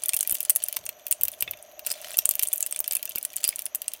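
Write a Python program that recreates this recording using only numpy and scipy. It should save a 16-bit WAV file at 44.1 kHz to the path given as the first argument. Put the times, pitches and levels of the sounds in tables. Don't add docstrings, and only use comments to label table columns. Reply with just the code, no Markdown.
import sys
import numpy as np
from scipy import signal
from scipy.fft import rfft, irfft
from scipy.io import wavfile
from scipy.ndimage import uniform_filter1d

SR = 44100
rng = np.random.default_rng(int(sys.argv[2]) if len(sys.argv) > 2 else 0)


def waveform_to_disk(signal):
    frames = np.transpose(np.atleast_2d(signal))
    scaled = np.clip(frames, -1, 1) * 32767
    samples = np.round(scaled).astype(np.int16)
    wavfile.write(sys.argv[1], SR, samples)


N = 176400
TIME = np.arange(N) / SR
CLICK_TIME = np.arange(1024) / SR
TOP_HZ = 16500


# (time [s], level [dB], ring pitch [Hz], relative level of the hollow body [dB])
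SNAPS = [(0.0363, -21.5, 9900, -35.5), (0.059, -23, 10400, -41.5), (0.0917, -17, 9100, -25),
         (0.1343, -21.5, 9400, -27), (0.1463, -24, 11800, -39), (0.1656, -19, 15000, -36),
         (0.1694, -23, 10300, -32.5), (0.19, -24.5, 9700, -41), (0.2084, -16.5, 7500, -31.5),
         (0.229, -21.5, 9800, -35), (0.2745, -20, 12100, -36.5), (0.2958, -21.5, 9800, -35),
         (0.3114, -19.5, 10400, -37.5), (0.3237, -18.5, 13000, -40), (0.3471, -26, 13400, -42),
         (0.352, -24.5, 10900, -31.5), (0.4053, -20, 13100, -33), (0.4508, -27, 11200, -37.5),
         (0.4972, -10.5, 13000, -31), (0.5023, -14, 9200, -27), (0.5602, -14, 11200, -31.5),
         (0.6385, -18, 10800, -44), (0.685, -22.5, 13200, -36.5), (0.727, -26, 12600, -36),
         (0.764, -27, 14000, -33.5), (0.7675, -22, 12500, -26.5), (0.864, -28.5, 8460, -35.5),
         (0.891, -25.5, 12800, -30.5), (1.067, -26, 13900, -36), (1.1114, -15, 14600, -34.5),
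         (1.117, -22, 8900, -37), (1.125, -16.5, 8840, -29), (1.2116, -24, 14600, -38.5),
         (1.2344, -12.5, 14200, -33), (1.2526, -23, 11100, -38.5), (1.2826, -22.5, 13100, -32.5),
         (1.4078, -22, 10900, -37), (1.424, -18, 13200, -26), (1.5109, -24, 14600, -41.5),
         (1.7932, -33.5, 15000, -38), (1.8649, -23, 10600, -32.5), (1.8701, -23.5, 13700, -31),
         (1.903, -28.5, 8300, -57), (1.9159, -23, 8700, -36), (2.171, -19.5, 11100, -40),
         (2.1881, -12, 11500, -23), (2.2555, -13, 9050, -31), (2.2911, -13.5, 10800, -37),
         (2.3102, -20, 12300, -30), (2.3538, -22, 13500, -38), (2.3938, -19, 12000, -24),
         (2.4324, -16, 11200, -31.5), (2.53, -18.5, 9400, -39), (2.5347, -17, 12500, -37.5),
         (2.6063, -21.5, 11500, -38.5), (2.6271, -18, 7400, -34), (2.6633, -23.5, 9700, -35),
         (2.725, -22.5, 9200, -33.5), (2.7612, -25.5, 9000, -31.5), (2.8033, -18, 16000, -39),
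         (2.8423, -33.5, 8900, -33.5), (2.8784, -20.5, 12600, -35), (2.9104, -24, 8500, -27.5),
         (2.9225, -22, 12900, -34), (2.9332, -23.5, 13600, -38), (2.952, -18, 11200, -33.5),
         (2.9557, -25, 11400, -35), (2.9679, -22, 9900, -40), (3.0283, -25, 14400, -33.5),
         (3.0547, -25, 13600, -37.5), (3.1583, -21.5, 13600, -33), (3.1831, -23, 12900, -38),
         (3.2508, -20.5, 12200, -34.5), (3.4415, -17, 7770, -24.5), (3.4492, -20, 11500, -26),
         (3.478, -18, 12700, -44), (3.49, -17, 10800, -36.5), (3.592, -25.5, 11900, -34.5),
         (3.6202, -30.5, 12600, -43), (3.656, -23.5, 10500, -45), (3.663, -29, 10700, -33.5),
         (3.7488, -21, 13400, -35), (3.8183, -26.5, 12500, -35.5), (3.881, -20.5, 8860, -31),
         (3.9358, -27.5, 14200, -37)]
# (frequency [Hz], relative level [dB])
SNAP_COLOUR = [(100, -18.5), (1500, -19.5), (4500, -25), (6500, -7), (8600, 0), (10500, -1), (12000, -6.5),
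               (14000, 3), (16000, -4)]
# (frequency [Hz], relative level [dB])
BODY_COLOUR = [(40, -20), (200, -15.5), (1400, -11), (2900, 4), (4000, -2.5), (5200, 1), (16000, -30)]

def snaps():
    out, bright, hollow = np.zeros(N), colour(SNAP_COLOUR), colour(BODY_COLOUR)
    for s, db, hz, body_db in SNAPS:
        add(out, s, amp(db) * crack(hz, bright))
        add(out, s, amp(body_db - 2) * puff(hollow, decay_s=.0021))
        lead_in = puff(bright, decay_s=.001)[::-1]
        add(out, s - CLICK_TIME[-1], amp(db - 22) * lead_in)
        for delay in np.cumsum(rng.exponential(.0022, size=2)):
            add(out, s + delay, amp(db - 18) * rng.random() * puff(bright, CRACK_S / 2))
    return out


CRACK_S, RING_S = .00065, .0038

def crack(hz, bright):
    spurt = puff(bright, CRACK_S)
    resonance = signal.iirpeak(min(hz, TOP_HZ), Q=5, fs=SR)
    tuned = burst(signal.lfilter(*resonance, spurt))
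    return burst(.5 * spurt + tuned + amp(-17.5) * ring(hz))


def ring(hz):
    nearby_hz = np.minimum(hz * np.exp(.28 * rng.standard_normal(4)), TOP_HZ)
    main = np.sin(2 * np.pi * hz * CLICK_TIME)
    others = np.sin(2 * np.pi * nearby_hz[:, None] * CLICK_TIME).sum(0)
    return burst((main + .5 * others) * np.exp(-CLICK_TIME / RING_S))


# (time [s], level [dB])
CHIPS = [(0.0844, -20.5), (.3074, -24), (.4297, -27), (0.507, -20), (.553, -25), (.5675, -23), (.627, -33),
         (0.8541, -35), (.86, -35), (1.082, -34), (1.2179, -35), (1.3172, -34.5), (1.327, -44),
         (1.626, -39), (1.912, -29), (1.926, -29), (2.0153, -37.5), (2.1071, -39), (2.135, -35),
         (2.426, -20), (2.4524, -35), (2.4731, -23.5), (2.4854, -24.5), (2.5593, -26.5), (2.5737, -33),
         (2.5796, -27), (2.711, -28.5), (2.791, -23), (3.0942, -28), (3.2283, -27.5), (3.3605, -26.5),
         (3.3658, -22), (3.559, -26.5), (3.7562, -23)]

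def chips():
    out, bright = np.zeros(N), colour(SNAP_COLOUR)
    for s, db in CHIPS:
        hz = 11220 * np.exp(.14 * rng.standard_normal())
        add(out, s, amp(db) * crack(hz, bright))
    return out


# (time [s], level [dB], pitch [Hz], fade time [s])
PINGS = [(.768, -42, 1010, .004), (1.9036, -33, 4940, .002), (1.9164, -27, 5130, .003),
         (2.188, -25, 5580, .0015), (3.442, -27.5, 4830, .02), (3.49, -27, 5100, .002)]

def pings():
    out, t = np.zeros(N), np.arange(SR // 10) / SR
    for s, db, hz, decay_s in PINGS:
        tone = np.sin(2 * np.pi * hz * t) * np.exp(-t / decay_s)
        add(out, s, amp(db) * burst(tone))
    return out


# (time [s], fade time [s], level [dB])
CRUNCHES = [(0.089, 0.0068, -19), (.142, 0.0046, -20.5), (0.342, 0.022, -30), (0.497, 0.0098, -24),
            (1.863, 0.016, -33), (2.182, 0.014, -24), (2.309, 0.0092, -24), (2.432, 0.009, -21),
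            (2.668, 0.0076, -30)]

def crunches():
    loudness = np.zeros(N)
    for s, fade_s, db in CRUNCHES:
        t = np.arange(0, 2 * fade_s, 1 / SR)
        add(loudness, s, amp(db) * np.exp(-(t / fade_s) ** 2))
    return loudness * patter(SNAP_COLOUR, per_s=650, spread_db=3.5)


# (time [s], level [dB])
CRUMB_LEVEL = [(0, -47), (.15, -45), (.72, -47.5), (.95, -61), (1.28, -47.5), (1.55, -57), (1.82, -61),
               (2.3, -43), (2.85, -50), (2.96, -45), (3.29, -50.5), (3.5, -35.5), (3.7, -66), (3.82, -53)]
# (frequency [Hz], relative level [dB])
CRUMB_COLOUR = [(100, -18), (1000, -18), (3000, -0.5), (4200, -6.5), (9000, -3), (16000, -4.5)]

def crumbs():
    return level(CRUMB_LEVEL) * patter(CRUMB_COLOUR, per_s=420, spread_db=7)


# (time [s], level [dB])
CLATTER_LEVEL = [(1.84, -52), (1.89, -36.5), (1.98, -49.5), (2.05, -43.5), (2.19, -41), (2.26, -84)]
# (frequency [Hz], relative level [dB])
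CLATTER_COLOUR = [(100, -18.5), (2200, -1), (4000, -2), (5200, -2), (8000, -2), (15000, -6.5)]

def clatter():
    started = TIME > CLATTER_LEVEL[0][0]
    return level(CLATTER_LEVEL) * started * patter(CLATTER_COLOUR, per_s=420, spread_db=4.5)


def patter(tone_colour, per_s, spread_db):
    times = np.flatnonzero(rng.random(N) < per_s / SR) / SR
    ticks = [puff([1], CRACK_S / 2) + amp(-2.5) * ring(hz) for hz in np.geomspace(2400, 15000, 16)]
    kinds = rng.integers(0, len(ticks), len(times))
    strengths = np.minimum(rng.exponential(1, len(times)), 3.5)
    out = np.zeros(N)
    for s, kind, strength in zip(times, kinds, strengths):
        add(out, s, ticks[kind] * amp(spread_db * strength))
    return unit(signal.oaconvolve(out, colour(tone_colour))[:N])


# (time [s], level [dB])
KNOCKS = [(.134, -35.5), (1.4233, -35), (1.476, -29.5), (1.533, -37.5), (2.929, -40), (2.964, -36),
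          (3.172, -37.5), (3.526, -36.5)]
# (pitch [Hz], relative level [dB])
BIN_NOTES = [(1200, -12.5), (1712, -14.5), (2200, -0.5), (2584, 1.5), (2900, -11), (3500, -4)]

def knocks():
    out, t = np.zeros(N), np.arange(0, .08, 1 / SR)
    fade_db = -60 * t / .02
    for s, db in KNOCKS:
        bin_ring = np.zeros(len(t))
        for hz, note_db in BIN_NOTES:
            cycles = hz * rng.uniform(1, 1.03) * t + rng.random()
            bin_ring += amp(note_db + fade_db) * np.sin(2 * np.pi * cycles)
        add(out, s, amp(db) * puff(bin_ring, decay_s=.003))
    return out


# (time [s], relative level [dB])
JOLTS = [(.324, -45.5), (0.501, -57), (1.234, -56), (1.425, -47.5), (2.191, -59), (2.257, -62),
         (2.29, -46.5), (2.803, -50), (3.158, -45), (3.49, -49)]
# (frequency [Hz], relative level [dB])
JOLT_COLOUR = [(25, 6), (70, -1), (300, 2), (700, -6), (1500, -3), (8000, -101)]

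def jolts():
    out, thump = np.zeros(N), colour(JOLT_COLOUR)
    for s, db in JOLTS:
        rough_thump = burst(thump) + .5 * puff(thump, decay_s=.0013)
        add(out, s, amp(db + 6) * burst(rough_thump))
    return out


# (time [s], relative level [dB])
RUMBLES = [(0.779, -63), (1.2, -60), (1.43, -58)]
# (frequency [Hz], relative level [dB])
FRAME_COLOUR = [(25, -25), (65, 0), (200, -10), (4000, -37)]

def rumbles():
    out, t = np.zeros(N), np.arange(SR // 2) / SR
    frame, fade = colour(FRAME_COLOUR, size=4096), np.exp(-(t / .12) ** 2)
    for s, db in RUMBLES:
        shaking = signal.fftconvolve(rng.standard_normal(len(t)), frame)[:len(t)]
        add(out, s, amp(db + 1) * unit(shaking) * fade)
    return out


GEAR_TONES = [-14, -12, -1, 0, -5, -4.5, -18, -5.5, -11, -8.5, -13]
# (time [s], level [dB])
GEAR_LEVEL = [(0, -59), (1.05, -55.5), (1.46, -55.5), (2.1, -49.5), (2.3, -56.5), (4, -61.5)]
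TOOTH_HZ, MOTOR_HZ = 614.9, 22.18

def gearbox():
    waver = np.cumsum(.46 * wander(size=4000)) / SR
    t = TIME - 1.784
    hum = np.zeros(N)
    for k, db in enumerate(GEAR_TONES, -3):
        cycles = (TOOTH_HZ + k * MOTOR_HZ) * t + waver
        smear = .14 * k * k + .26 * k * wander(size=1500)
        roughness = 1 + .18 * wander(size=1500)
        hum += amp(db) * roughness * np.cos(2 * np.pi * cycles + smear)
    return level(GEAR_LEVEL) * unit(hum)


# (frequency [Hz], relative level [dB])
RUNNING_COLOUR = [(25, -28), (60, 7.5), (78, 1), (130, -2), (600, 7.5), (1500, 2.5), (3200, 2.5),
                  (4500, -6.5), (16000, -37)]

def running_noise():
    hz = np.fft.rfftfreq(N, 1 / SR)
    spectrum = rfft(rng.standard_normal(N)) * amp(look_up(RUNNING_COLOUR, hz))
    return amp(-59.5) * unit(irfft(spectrum, N))


# (pitch [Hz], half-width [Hz], relative level [dB])
DRIVE_WHINE = [(5980, 150, -64.5), (6610, 130, -67), (11950, 170, -66), (12540, 260, -68)]

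def drive_whine():
    hz = np.fft.rfftfreq(N, 1 / SR)
    noise, whine = rfft(rng.standard_normal(N)), np.zeros(N)
    for pitch, width, db in DRIVE_WHINE:
        band = noise / (1 + ((hz - pitch) / width) ** 2)
        whine += amp(db) * unit(irfft(band, N))
    return whine * unit(level(GEAR_LEVEL)) ** .25


# (frequency [Hz], time to fade by 60 dB [s])
HOPPER_FADE = [(100, 0.23), (3000, 0.16), (16000, 0.098)]

def hopper(x):
    t = np.arange(SR // 2) / SR
    echoes = rng.standard_normal(len(t)) * (t > .002)
    hz, when, spectrum = signal.stft(echoes, SR, nperseg=256)
    fade = amp(-60 * when / look_up(HOPPER_FADE, hz)[:, None])
    tail = signal.istft(spectrum * fade, SR, nperseg=256)[1][:len(t)]
    early = echoes * (rng.random(len(t)) < .08) * np.exp(-t / .0047)
    response = amp(-18) * tail / np.linalg.norm(tail) + amp(-12.5) * early / np.linalg.norm(early)
    return x + signal.oaconvolve(x, response)[:N]


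def puff(body, decay_s):
    rise = 1 - np.exp(-CLICK_TIME * 3.6 / decay_s)
    noise = rng.standard_normal(len(CLICK_TIME)) * rise * np.exp(-CLICK_TIME / decay_s)
    return burst(signal.fftconvolve(noise, body)[:len(CLICK_TIME)])


def colour(points, size=1024):
    hz = abs(np.fft.fftfreq(size, 1 / SR))
    log_gain = np.log(amp(look_up(points, hz)))
    return np.fft.ifft(np.exp(np.conj(signal.hilbert(log_gain)))).real


def look_up(points, hz):
    row_hz, value = np.transpose(points)
    return np.interp(np.log(hz + 1), np.log(row_hz + 1), value)


def level(points):
    return amp(np.interp(TIME, *np.transpose(points)))


def wander(size):
    return unit(uniform_filter1d(uniform_filter1d(rng.standard_normal(N), size), size))


def amp(db):
    return 10 ** (np.asarray(db) / 20)


def unit(x):
    return x / np.sqrt(np.mean(x ** 2) + 1e-20)


def burst(x):
    return x * np.sqrt(.004 * SR / (np.sum(x ** 2) + 1e-20))


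def add(mix, s, sound):
    part = mix[max(round(s * SR), 0):][:len(sound)]
    part += sound[:len(part)]


def scene():
    rattling = crumbs() + clatter()
    breaking = snaps() + chips() + pings() + crunches()
    bumping = jolts() + rumbles() + knocks()
    shredding = hopper(breaking + rattling + bumping)
    return (shredding + gearbox() + running_noise() + drive_whine())[None]


def record(dry):
    low_pass = signal.firwin(255, TOP_HZ, window=("kaiser", 8), fs=SR)
    return signal.oaconvolve(dry, low_pass[None], "same")


dry = scene()
out = record(dry)
waveform_to_disk(out)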